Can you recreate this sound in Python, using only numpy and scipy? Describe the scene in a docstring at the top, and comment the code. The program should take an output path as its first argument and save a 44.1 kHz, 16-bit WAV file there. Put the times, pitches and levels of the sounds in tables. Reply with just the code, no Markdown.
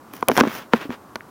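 """A quiet outdoor hush, then close rubbing as skin and cloth slide over a handheld camera.
Fingernails tick on the case and fingers bump it, ringing its hollow modes; the hardest hits overload
into a fast limiter. Shoves of the hand add a faint rumble, and last a fingertip slips with one chirp."""
import sys
import numpy as np
from scipy import signal
from scipy.fft import rfft, irfft
from scipy.io import wavfile
from scipy.ndimage import uniform_filter1d, minimum_filter1d

SR = 44100
rng = np.random.default_rng(int(sys.argv[2]) if len(sys.argv) > 2 else 0)


def bounce(signal):
    """Save signal as a 16-bit WAV file at the path given by the first command-line argument."""
    frames = np.transpose(np.atleast_2d(signal))
    limited = np.clip(frames, -1, 1)
    pcm = np.round(limited * 32767).astype(np.int16)
    wavfile.write(sys.argv[1], SR, pcm)


N = 57330  # 1.3 s


def undb(db):
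    """Decibels to gain."""
    return 10 ** (np.asarray(db) / 20)


def curve(points):
    """Gain envelope from (time [s], level [dB]) points."""
    return undb(np.interp(np.arange(N) / SR, *np.array(points).T))


def noise(spectrum):
    """Unit-rms noise shaped by (frequency [Hz], level [dB]) points."""
    hz, db = np.array(spectrum).T
    gain = undb(np.interp(np.log(np.fft.rfftfreq(N, 1 / SR) + 1), np.log(hz), db))
    shaped = irfft(rfft(rng.standard_normal(N)) * gain, N)
    return shaped / shaped.std()


def fade(t60_s):
    """Exponential decay from time zero."""
    return np.exp(-np.log(1000) * np.arange(N) / SR / t60_s)


def ring(hz, t60_s):
    """One struck mode."""
    return np.cos(2 * np.pi * hz * np.arange(N) / SR) * fade(t60_s)


def at(sound, start_s):
    """Delay a sound to its start time."""
    return np.concatenate([np.zeros(int(start_s * SR)), sound])[:N]


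# Outdoor air spectrum (frequency [Hz], relative level [dB])
HUSH_SPECTRUM = [(25, -51), (60, -16.5), (110, -8), (170, -8.5), (250, -2), (400, -8.5), (700, -12),
                 (1100, -8.5), (1500, -16), (2000, -25.5), (2700, -31), (8000, -34), (16000, -34.5)]


def hush(level_db=-46):
    """Outdoor air: steady, dark noise."""
    return undb(level_db) * noise(HUSH_SPECTRUM)


# Rub envelope (time [s], level [dB])
RUB_ENVELOPE = [(0, -73), (.12, -54.5), (.17, -46), (.27, -62), (.32, -32), (.345, -43.5), (.37, -30),
                (.405, -20.5), (.42, -37), (.475, -32), (.5, -34.5), (.58, -33.5), (.63, -42), (.69, -68),
                (.712, -66), (.728, -35.5), (.765, -30), (.79, -41), (.82, -31), (.86, -42), (.885, -58),
                (.915, -37), (.945, -38), (.98, -64), (1.3, -62)]
# Rub spectrum (frequency [Hz], relative level [dB])
RUB_SPECTRUM = [(40, -24), (150, -0.5), (240, -1.5), (700, -3), (1140, -1.5), (1700, -3), (3200, -10.5),
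                (4300, -18), (5800, -21), (8500, -32.5), (16000, -26.5)]
# Treble friction hiss envelope (time [s], level [dB])
HISS_ENVELOPE = [(0, -80), (.12, -68), (.15, -47), (.21, -57), (.27, -63), (.32, -47), (.345, -42.5),
                 (.375, -33.5), (.405, -39), (.42, -58), (.49, -50.5), (.54, -41), (.585, -42), (.63, -61),
                 (.69, -73), (.75, -53), (.82, -60), (.88, -64), (.93, -64), (1.0, -83), (1.3, -76)]
# Treble friction hiss spectrum (frequency [Hz], relative level [dB])
HISS_SPECTRUM = [(1000, -33), (4000, -2), (5700, 6.5), (8300, -8.5), (10500, 1.5), (13000, -6), (15000, 12),
                 (16000, -7)]


def rubbing(catch_rate_hz=500, catch_depth_db=2):
    """Skin and cloth slide over the case in tiny uneven catches."""
    grain = np.interp(np.arange(N) / SR * catch_rate_hz, np.arange(N), rng.standard_normal(N))
    catches = undb(catch_depth_db * grain)
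    catches /= np.sqrt(np.mean(catches ** 2))
    rub = curve(RUB_ENVELOPE) * noise(RUB_SPECTRUM)
    hiss = curve(HISS_ENVELOPE) * noise(HISS_SPECTRUM)
    return catches * (rub + hiss)


# Nail contacts (time [s], relative level [dB])
NAIL_HITS = [(.1312, -37), (0.1361, -20.5), (.1450, -33), (.1472, -37), (0.152, -33), (0.1657, -26),
             (0.178, -38), (.1882, -44), (0.209, -28), (.2845, 6.5), (.3085, -28), (.3675, -12),
             (0.398, -29)]
# Modes rung by a nail (frequency [Hz], relative level [dB], t60 [s])
NAIL_MODES = [(880, -9, .008), (2450, -3, 0.0095), (3110, -3, 0.0075), (4770, -2.5, 0.0036),
              (5960, -2, 0.0035), (9960, -2, 0.0049), (11220, 5.5, 0.0034), (12000, -2.5, 0.0054),
              (14300, 15, 0.0015)]


def nail_ticks(rise_s=0.00039, grit=0.3):
    """A nail catches on the case: short, bright, gritty clicks."""
    rise = 1 - np.exp(-np.arange(N) / SR / rise_s)
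    click = rise * sum(undb(db) * ring(hz, t60_s) for hz, db, t60_s in NAIL_MODES)
    return sum(at(undb(db) / 2 * click * (1 + grit * rng.standard_normal(N)), start_s)
               for start_s, db in NAIL_HITS)


# Finger bumps (time [s], upper-mode drive [dB], contact cutoff [Hz], thump drive [dB],
# relative crack level [dB], rebound delay [s], bass lag [s], mode tuning [ratio])
FINGER_HITS = [(0.1373, -30, 1210, -34, -43, .0011, 0.0021, 1.1),
               (0.2263, -7.5, 970, -31, -29, 0.00087, 0.0024, 0.98),
               (0.2798, -19.5, 1150, -24, -47, 0.0013, 0.00081, 0.92),
               (0.2865, -13.5, 710, -12, -26, 0.0013, .001, 1.02),
               (.2888, -4.5, 790, -14, -27, 0.00155, 0.00042, 1.07),
               (0.2981, -5, 800, -16.5, -37, .0027, 0.00054, 0.898),
               (0.3083, -18, 500, -22.5, -34, 0.0032, 0.00037, 1.24),
               (0.3157, -18.5, 2000, -12, -19, 0.00132, 0.00095, 1.098),
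               (0.329, -25, 500, -24.5, -44, 0.0019, 0.00092, 1.23),
               (.3550, -25, 2000, -34, -36, 0.00112, 0.00025, 0.88),
               (0.3667, -14, 2000, -29, -19, 0.00056, 0.00032, 1.04),
               (0.3758, -12.5, 2880, -12.5, -7, 0.000597, 0.00059, 1.016),
               (.3810, -3.5, 1220, -18, -15, 0.001246, 0.00112, 1.013),
               (0.3894, -6.5, 1060, -16, -37, 0.00122, 0.00086, 0.974),
               (0.3957, -20, 880, -11.5, -36, 0.0019, 0.0011, 0.94),
               (0.3991, -12, 1390, -30, -32, 0.00089, 0.00102, 0.99),
               (0.4026, -10, 2560, -32, -9.5, 0.001733, 0.00059, 1.007),
               (0.4085, 2.5, 1590, -2.5, -14, 0.00071, 0.00313, 1.033),
               (0.4325, -20, 550, -14.5, -38, 0.0015, 0.0009, 1.13),
               (0.4365, -10.5, 980, -12, -32, 0.00106, 0.00057, 1.15),
               (0.4517, -21.5, 1310, -17, -48, .0021, 0.0019, 1),
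               (0.47, -25, 443, -12, -48, 0.0013, 0.0013, 0.93),
               (0.4759, -23.5, 2250, -26, -27.5, 0.0066, 0.00054, 1.11),
               (0.7349, -1, 1480, -2, -16, 0.0023, 0.00299, 0.95),
               (0.8521, -34, 400, -24, -58, 0.0026, 0.0021, 1.16),
               (0.8927, -35, 293, -18, -60, .002, .001, 1.02),
               (.9050, -28, 1720, -23, -50, 0.0012, 0.00079, 0.97),
               (1.1571, -20, 1880, -29, -20.5, 0.0034, 0.0008, 0.96)]
# Case modes (frequency [Hz], relative level [dB], t60 [s])
CASE_MODES = [(150, -21, 0.061), (242.5, -1, 0.069), (288, -7.5, 0.029), (365.6, -7, 0.046),
              (491, -2.5, 0.02), (666, -13, 0.026), (754, -12, 0.023), (984, -3, 0.012), (1087, -11, 0.019),
              (1456, -6, 0.013), (1943, -4, 0.0068), (2410, -12.5, 0.012), (3125, -4.5, 0.0079),
              (5700, -1.5, 0.0074)]
# Hard-contact crack spectrum (frequency [Hz], relative level [dB])
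CRACK_SPECTRUM = [(200, -20), (1500, -23), (3200, -3.5), (4200, 9.5), (6000, 11.5), (8300, -9), (11000, 5),
                  (16000, -31)]


def finger_knocks(thump_below_hz=400, low_cut_hz=117, lag_corner_hz=676, rebound_db=-3.5):
    """Bumps ring the case, tuned by the grip, and rebound once; soft ones are dull, hard ones crack."""
    fft_samples = 8192
    f = np.fft.rfftfreq(fft_samples, 1 / SR)
    s = 2j * np.pi * f
    low_cut = (1j * f / (low_cut_hz + 1j * f)) ** 2
    out = np.zeros(N)
    for start_s, upper_db, contact_hz, thump_db, crack_db, rebound_s, lag_s, tuning in FINGER_HITS:
        contact_lowpass = 1 / (1 - (f / contact_hz) ** 2 + 1j * f / contact_hz)
        rebound = 1 + undb(rebound_db) * np.exp(-s * rebound_s)
        bass_lag = np.exp(-2j * np.pi * lag_s * lag_corner_hz * np.arctan(f / lag_corner_hz))
        case = 0
        for hz, mode_db, t60_s in CASE_MODES:
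            damped = s + np.log(1000) / t60_s
            mode = SR * damped / (damped ** 2 + (2 * np.pi * hz * tuning) ** 2)  # decaying cosine
            drive = undb(thump_db) if hz < thump_below_hz else undb(upper_db) * rebound
            case += drive * undb(mode_db) * mode
        knock = np.pad(irfft(case * contact_lowpass * bass_lag * low_cut), (0, N - fft_samples))
        crack = undb(crack_db) / 2 * noise(CRACK_SPECTRUM) * fade(t60_s=0.0083)
        out += at(knock + crack, start_s)
    return out


# Pushes on the camera (time [s], frequency [Hz], level [dB])
HAND_PUSHES = [(0.284, 85, -37), (0.367, 42, -31), (.383, 45, -34), (0.403, 45, -27), (0.734, 60, -24),
               (.891, 101, -28), (1.159, 70, -40)]


def hand_shoves(rise_s=0.0032, t60_s=0.053):
    """The hand rocks the whole camera: brief, faint rumbles."""
    rise = 1 - np.exp(-np.arange(N) / SR / rise_s)
    return sum(at(undb(db) * rise * ring(hz, t60_s), start_s) for start_s, hz, db in HAND_PUSHES)


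def fingertip_slip(start_s=1.2074, level_db=-25, start_hz=2320, fall_per_s=330, rise_s=0.00066):
    """A few slowing stick-slip cycles: one falling chirp."""
    t = np.arange(N) / SR
    phase = 2 * np.pi * np.cumsum(start_hz * np.exp(-fall_per_s * t)) / SR
    swell = (t / rise_s * np.exp(1 - t / rise_s)) ** 2
    return at(undb(level_db) * swell * np.sin(phase), start_s)


def scene():
    """Handling sounds over the hush, mono."""
    return (hush() + rubbing() + nail_ticks() + finger_knocks() + hand_shoves() + fingertip_slip())[None]


def record(dry):
    """Fast peak limiter, then a steep low-pass."""
    ceiling, window_s, cutoff_hz = 0.82, 0.00033, 16000
    window_samples = int(window_s * SR) | 1
    gain = ceiling / np.maximum(np.abs(dry), ceiling)
    gain = uniform_filter1d(minimum_filter1d(gain, window_samples), window_samples)
    lowpass = signal.ellip(10, .2, 80, cutoff_hz, fs=SR, output="sos")
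    return signal.sosfilt(lowpass, dry * gain)


dry = scene()
out = record(dry)
bounce(out)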